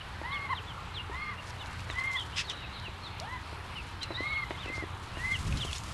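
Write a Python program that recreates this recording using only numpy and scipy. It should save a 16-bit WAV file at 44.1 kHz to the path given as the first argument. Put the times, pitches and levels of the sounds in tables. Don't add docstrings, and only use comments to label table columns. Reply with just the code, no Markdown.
import sys
import numpy as np
from scipy import signal
from scipy.fft import rfft, irfft
from scipy.io import wavfile
from scipy.ndimage import uniform_filter1d

SR = 44100
rng = np.random.default_rng(int(sys.argv[2]) if len(sys.argv) > 2 else 0)


def dump(signal):
    limited = np.clip(np.atleast_2d(signal).T, -1, 1)
    pcm = np.round(limited * 32767).astype(np.int16)
    wavfile.write(sys.argv[1], SR, pcm)


N = 261513
TIME = np.arange(N) / SR


def gain(db):
    return 10 ** (np.asarray(db) / 20)


def unit(x):
    return x / np.sqrt(np.mean(x ** 2))


def add(out, start, x):
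    i = max(int(start * SR), 0)
    out[i:i + len(x)] += x[:max(N - i, 0)]


def band(x, hz, width_hz):
    return signal.lfilter(*signal.iirpeak(min(hz, .45 * SR), hz / min(width_hz, .3 * SR), fs=SR), x)


def lowpass(x, hz):
    return signal.sosfilt(signal.butter(2, min(hz, .45 * SR), fs=SR, output="sos"), x)


def wander(rate, n):
    hold = max(int(SR / rate), 2)
    steps = np.repeat(rng.standard_normal(n // hold + 1), hold)
    return 1.3 * uniform_filter1d(uniform_filter1d(steps, hold), hold)[:n]


def shaky_phase(hz, jitter, rasp=0.014):
    pitch = hz * (1 + jitter * wander(173.8, len(hz)) + rasp * wander(1800, len(hz)))
    return 2 * np.pi * np.cumsum(pitch) / SR


def swell(middle_s, width_s):
    return np.exp(-((TIME - middle_s) / width_s) ** 2)


def contacts(n, spread_db):
    return rng.standard_normal(n) * gain(spread_db * np.minimum(rng.exponential(size=n), 6))


# frequency in Hz, relative level in dB.
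RIVER_COLOUR = [(25, -15), (62, 0), (100, -2), (230, -16.5), (420, -18), (640, -19.5), (900, -11.5),
                (1300, -13), (1700, -16.5), (3300, -22), (4100, -25), (6200, -39.5), (10000, -42.5),
                (12000, -43.5)]


def river(level_db=-42.5, flicker_db=1.5, surge_db=.5):
    out = np.zeros(N)
    freqs = np.maximum(np.fft.rfftfreq(N, 1 / SR), 1)
    hz, db = np.transpose(RIVER_COLOUR)
    spectrum = rfft(rng.standard_normal(N)) * gain(np.interp(np.log(freqs), np.log(hz), db))
    half_octave = np.floor(2 * np.log2(np.maximum(freqs, 32)))
    surge = surge_db * wander(2, N)
    for k in np.unique(half_octave):
        water = irfft(spectrum * (half_octave == k), N)
        out += water * gain(flicker_db * wander(14, N) + surge * (2 ** (k / 2) > 400))
    return unit(out) * gain(level_db)


# pitch in Hz, level in dB.
HUM_TONES = [(89.4, -51), (119, -55.5), (179, -65)]


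def hum(waver=0.0122, throb_db=2.5):
    out = np.zeros(N)
    for hz, db in HUM_TONES:
        strength = np.sqrt(2) * gain(db + throb_db * wander(6, N))
        pitch = hz * (1 + waver * wander(5, N))
        out += strength * np.sin(2 * np.pi * np.cumsum(pitch) / SR)
    return out


# middle in seconds, half length in seconds, level in dB.
GRIT_SHUFFLES = [(1.494, 0.095, -64), (2.033, 0.31, -57), (3.896, 0.6, -71.5), (4.65, 0.27, -68),
                 (5.75, 0.44, -50.5)]


def grit_crackle(bits_per_s=330, spread_db=3, fade_s=0.0063, rest_db=-65.5):
    shifts = rng.random(N) < bits_per_s / SR
    sizes = shifts * gain(spread_db * np.minimum(rng.exponential(size=N), 3))
    fades = signal.lfilter([1], [1, -np.exp(-1 / (fade_s * SR))], sizes)
    bursts = band(fades * rng.standard_normal(N), hz=4200, width_hz=5500)
    shuffling = sum(gain(db) * swell(middle, width) for middle, width, db in GRIT_SHUFFLES)
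    return unit(lowpass(bursts, 10400)) * (gain(rest_db) + shuffling)


# time of the highest pitch in seconds, that pitch in Hz, rise and
# fall in seconds, slide speed in octaves a second, level in dB before trim_db is added.
DUCKLING_PEEPS = [(0, 3120, 0.0026, 0.021, 17, -43.5), (.312, 4000, .005, 0.036, 9, -47),
                  (.34, 3500, 0.045, 0.052, 12, -45), (.548, 4050, .001, 0.057, 15.5, -39.5),
                  (.675, 3550, .02, 0.058, 7.1, -48), (.936, 4230, .001, 0.069, 12.4, -38),
                  (1.004, 2860, .018, 0.016, 5.8, -39.5), (1.389, 2830, 0.021, .022, 6.6, -46),
                  (1.59, 3950, .003, 0.04, 9, -47), (1.612, 3000, .025, 0.035, 11, -46.5),
                  (1.889, 4040, .003, 0.042, 8.3, -44), (2.178, 3486, 0.032, 0.039, 8.1, -36),
                  (2.19, 3740, .005, .026, 4.1, -44), (2.212, 3187, 0.03, 0.025, 11, -39.5),
                  (2.355, 3150, .045, 0.0054, 8.5, -49), (2.452, 4400, .015, 0.021, 6, -49.5),
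                  (2.473, 4010, .003, 0.053, 13.3, -37.5), (2.532, 3020, 0.013, 0.023, 13, -48),
                  (2.604, 2960, .003, 0.064, 5.5, -44.5), (2.748, 4240, 0.029, 0.056, 8.8, -47),
                  (2.845, 3020, .01, 0.045, 10.4, -42), (3.032, 4270, .012, 0.06, 8.2, -44.5),
                  (3.752, 3040, 0.0058, 0.063, 5.3, -39), (4.012, 3230, .008, 0.042, 10.5, -40),
                  (4.04, 4106, 0.029, .005, 8, -38), (4.175, 3920, 0.034, 0.004, 5, -36.5),
                  (4.348, 3360, 0.041, 0.043, 17, -48), (4.607, 3740, 0.05, 0.066, 13, -45),
                  (4.68, 2670, 0.021, 0.027, 9.5, -45), (5.175, 2880, .042, .035, 5.1, -46),
                  (5.324, 3410, .001, 0.052, 10, -36), (5.584, 3200, 0.0027, 0.036, 9.2, -44),
                  (5.601, 3740, .001, 0.046, 14, -34.5), (5.664, 3300, 0.028, 0.06, 8.8, -45)]


def ducklings(turn_s=.012, loudest_at=.63, shimmer_db=1.7, overtone_db=-36, trim_db=-1):
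    out = np.zeros(N)
    for top_s, top_hz, rise, fall, slide, db in DUCKLING_PEEPS:
        t = np.arange(-rise, fall, 1 / SR)
        octaves_down = slide * (np.hypot(t, turn_s) - turn_s)
        phase = shaky_phase(top_hz * 2 ** -octaves_down, jitter=0.0059, rasp=0.017)
        tone = np.sin(phase) + gain(overtone_db) * np.sin(2 * phase)
        progress = np.interp(np.linspace(0, 1, len(t)), [0, loudest_at, 1], [0, .5, 1])
        effort = np.abs(np.sin(np.pi * progress)) ** 0.91
        strength = np.sqrt(2) * gain(db + trim_db + shimmer_db * wander(207, len(t)))
        add(out, top_s - rise, tone * effort * strength)
    return out


# centre in Hz, width in Hz, relative level in dB.
THROAT_RESONANCES = [(420, 405, 5.5), (790, 1200, -16), (1960, 450, 1.5)]
# start in seconds, peak level in dB, fade time in seconds, treble limit in Hz.
HEN_CLUCKS = [(.2155, -25, 0.0047, 1580), (1.097, -33, 0.0069, 795), (1.9006, -29.5, .0036, 1500),
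              (2.882, -39, 0.012, 600), (3.529, -32.5, 0.0028, 910), (4.106, -24.5, 0.012, 1220),
              (4.2059, -26, 0.0023, 448), (4.5078, -19.5, 0.0071, 1900), (4.6595, -29.5, 0.0047, 1100),
              (4.681, -36, .002, 600), (4.7, -31, 0.004, 500), (4.78, -29, 0.0032, 1000),
              (4.825, -31.5, .005, 520), (4.8376, -29.5, 0.0041, 450), (5.171, -30, 0.0082, 1210),
              (5.6495, -30.5, .0036, 700)]


def clucks(pulse_hz=347, unevenness=0.13):
    out, n = np.zeros(N), SR // 12
    for start, db, fade, treble_hz in HEN_CLUCKS:
        gaps = np.abs(1 + unevenness * rng.standard_normal(16)) / pulse_hz
        times = np.cumsum(gaps) - gaps[0]
        pulses = np.zeros(n)
        pulses[np.minimum((times * SR).astype(int), n - 1)] = np.exp(-times / fade)
        throat = sum(gain(level) * band(pulses, hz, width) for hz, width, level in THROAT_RESONANCES)
        cluck = lowpass(throat, treble_hz)
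        add(out, start, gain(db) * cluck / np.abs(cluck).max())
    return out


# start, length, fade-in and climb time in seconds, quaver rate in Hz,
# closing drop as a share of the pitch, roughness (1 is usual); for the high voice, then the low one,
# first pitch and pitch after the climb in Hz and level in dB (the low one before low_trim_db);
# last, the high voice's octave in dB compared with that voice, before the beak shapes it.
HEN_WHINES = [(.23, 0.25, 0.0059, .118, 11.5, 0.046, 0.64, 1777, 2160, -40.5, 825, 1152, -41.5, -18.5),
              (.485, 0.057, 0.0089, 0.035, 13.5, .22, 1.1, 1760, 2147, -38, 824, 1135, -34.5, -15),
              (1.11, .24, 0.0097, 0.12, 15, .2, 0.73, 1760, 2134, -42, 867, 1207, -43.5, -18.5),
              (1.93, 0.25, 0.047, .145, 12.3, .14, 0.83, 1905, 2108, -35.5, 967, 1135, -46, -26),
              (3.203, 0.18, 0.018, 0.14, 7, 0.074, 0.85, 1130, 2020, -47, 545, 1005, -46, -15),
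              (4.125, 0.32, 0.096, .19, 16.7, .1, .8, 1692, 2178, -36.5, 741, 1227, -45, -19),
              (4.517, 0.044, .012, .015, 7.6, .02, 1, 2170, 2120, -50.5, 1190, 1207, -64, -18),
              (4.664, 0.18, 0.027, 0.082, 18, .11, 0.53, 1950, 2104, -41, 1004, 1240, -54, -23),
              (5.179, 0.18, 0.059, 0.15, 14.2, .08, 0.78, 1800, 2109, -33.5, 946, 1187, -52.5, -26)]


def whines(quaver_share=.011, quaver_db=2, sag_per_s=0.105, drop_s=0.01356, release_s=0.0062,
           shimmer_db=2.52, low_trim_db=-3, sum_tone_db=-18):
    out = np.zeros(N)
    for (start, length, attack, climb, quaver_hz, drop, rough,
         high_from, high_to, high_db, low_from, low_to, low_db, octave_db) in HEN_WHINES:
        t = np.arange(0, length, 1 / SR)
        climb_left = np.maximum(1 - t / climb, 0) ** 2
        quaver = np.cos(2 * np.pi * quaver_hz * (t - climb)) * (1 - climb_left)
        sag = sag_per_s * np.maximum(t - climb, 0)
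        bend = 1 + quaver_share * quaver - sag - drop * np.exp((t - length) / drop_s)
        high_hz = (high_to + (high_from - high_to) * climb_left) * bend
        low_hz = (low_to + (low_from - low_to) * climb_left) * bend ** 1.386
        high_phase = shaky_phase(high_hz, jitter=rough * 0.0051)
        low_phase = shaky_phase(low_hz, jitter=rough * 0.017)
        octave = gain(octave_db) * band(np.sin(2 * high_phase), hz=4250, width_hz=700)
        high_gain = gain(high_db + 21 * np.log2(high_hz / high_to))
        low_gain = gain(low_db + low_trim_db - 8.5 * np.log2(low_hz / low_to))
        voice = high_gain * (np.sin(high_phase) + octave)
        voice += low_gain * gain(shimmer_db * wander(115.6, len(t))) * np.sin(low_phase)
        voice += gain((high_db + low_db) / 2 + sum_tone_db) * np.sin(high_phase + low_phase)
        fades = np.clip(np.minimum(t / attack, (length - t) / release_s), 0, 1)
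        tremble = gain(quaver_db * quaver + rough * shimmer_db * wander(109.6, len(t)))
        add(out, start, np.sqrt(2) * voice * fades * tremble)
    return out


# start in seconds, peak level in dB, ring pitch in Hz, ring time in seconds.
PECKS = [(1.145, -39.5, 3600, .003), (1.506, -37, 3620, 0.0016), (1.66, -35, 4000, .0019),
         (1.795, -30.5, 2560, 0.0013), (1.9005, -25, 1920, 0.0019), (1.999, -34.5, 4230, .004),
         (2.4982, -22.5, 3730, 0.0034), (2.799, -36, 4180, 0.0017), (3.1995, -25, 4230, 0.00045),
         (4.0316, -23.5, 4100, .0008), (4.658, -33, 2800, 0.0018), (5.525, -26.5, 2540, .0018),
         (5.573, -30, 4030, 0.0019), (5.682, -34, 3100, .002), (5.73, -22, 3410, .0021),
         (5.7515, -32, 2600, 0.0013), (5.782, -30, 6860, .003)]


def bill_ticks(crack_db=-5, crack_s=0.0022):
    out, t = np.zeros(N), TIME[:SR // 25]
    for start, db, hz, ring_s in PECKS:
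        crack = unit(band(rng.standard_normal(len(t)), hz, 0.82 * hz)) * np.exp(-t / crack_s)
        ring = np.sin(2 * np.pi * hz * t) * np.exp(-t / ring_s)
        tick = lowpass(ring + gain(crack_db) * crack, 2 * hz)
        add(out, start, gain(db) * tick / np.abs(tick).max())
    return out


# start and length in seconds, level in dB, centre in Hz.
BILL_SWEEPS = [(2.354, 0.077, -31, 2780), (2.49, 0.04, -42, 3120), (4.015, 0.037, -46.5, 4200),
               (4.737, 0.054, -49.5, 5000), (5.562, 0.034, -45, 5200), (5.741, 0.041, -42, 4600)]


def bill_scrapes(upper_db=-6, bottom_hz=1600, top_hz=5600):
    out = np.zeros(N)
    bass_cut = signal.butter(2, bottom_hz, "high", fs=SR, output="sos")
    for start, length, db, hz in BILL_SWEEPS:
        n = int(length * SR)
        rubbing = signal.sosfilt(bass_cut, contacts(n, spread_db=2))
        rasp = band(rubbing, hz, 0.63 * hz) + gain(upper_db) * band(rubbing, 1.79 * hz, 0.19 * hz)
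        arch = np.sin(np.linspace(0, np.pi, n)) ** 1.1
        add(out, start, gain(db) * unit(lowpass(rasp, top_hz)) * arch)
    return out


# start and length in seconds, pitch in Hz, level in dB.
SONG_NOTES = [(2.495, 0.17, 3846, -48.5), (2.682, 0.22, 3880, -57.5), (2.709, 0.096, 4280, -59),
              (2.992, 0.16, 4220, -58), (3.064, 0.15, 3660, -59), (4.034, 0.15, 3935, -53.5),
              (4.144, 0.11, 4120, -49), (4.207, 0.17, 3850, -51)]


def songbird(flutter_db=4):
    out = np.zeros(N)
    for start, length, hz, db in SONG_NOTES:
        n = int(length * SR)
        tone = np.sin(shaky_phase(np.full(n, hz), jitter=0.017, rasp=0.03))
        arch = np.sin(np.linspace(0, np.pi, n))
        add(out, start, tone * arch * gain(db + flutter_db * wander(85, n)))
    return out


def gust(start_s=5.085, rise_s=.2, fade_db_per_s=3.5, rumble_db=-42.5, rustle_db=-50.5, buffet_db=-33):
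    since = np.maximum(TIME - start_s, 0)
    wind = np.minimum(since / rise_s, 1) * gain(-fade_db_per_s * since)
    swirls = band(rng.standard_normal(N), hz=68, width_hz=70)
    rumble = unit(lowpass(swirls, 210))
    grass = band(contacts(N, spread_db=3), hz=1900, width_hz=8400)
    rustle = unit(lowpass(grass, 9500)) * gain(2 * wander(60, N))
    buffet = gain(buffet_db) * swell(middle_s=5.53, width_s=.085)
    return rumble * (wind * gain(rumble_db) + buffet) + rustle * wind * gain(rustle_db)


def bank_echo(x, echo_db, decay_s):
    t = TIME[:SR // 2]
    echo = lowpass(rng.standard_normal(len(t)), 9000) * np.exp(-t / decay_s) * (t > .004)
    echo /= np.sqrt(np.sum(echo ** 2))
    return x + gain(echo_db) * signal.fftconvolve(x, echo)[:N]


def scene():
    feeding = whines() + clucks() + bill_ticks() + bill_scrapes() + grit_crackle()
    hen = bank_echo(feeding, echo_db=-18, decay_s=0.033)
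    brood = bank_echo(ducklings(), echo_db=-16.5, decay_s=0.033)
    far_bird = bank_echo(songbird(), echo_db=-3.5, decay_s=0.13)
    return (hen + brood + far_bird + river() + hum() + gust())[None]


def record(dry):
    return signal.sosfilt(signal.ellip(14, .2, 80, 12000, fs=SR, output="sos"), dry)


dry = scene()
out = record(dry)
dump(out)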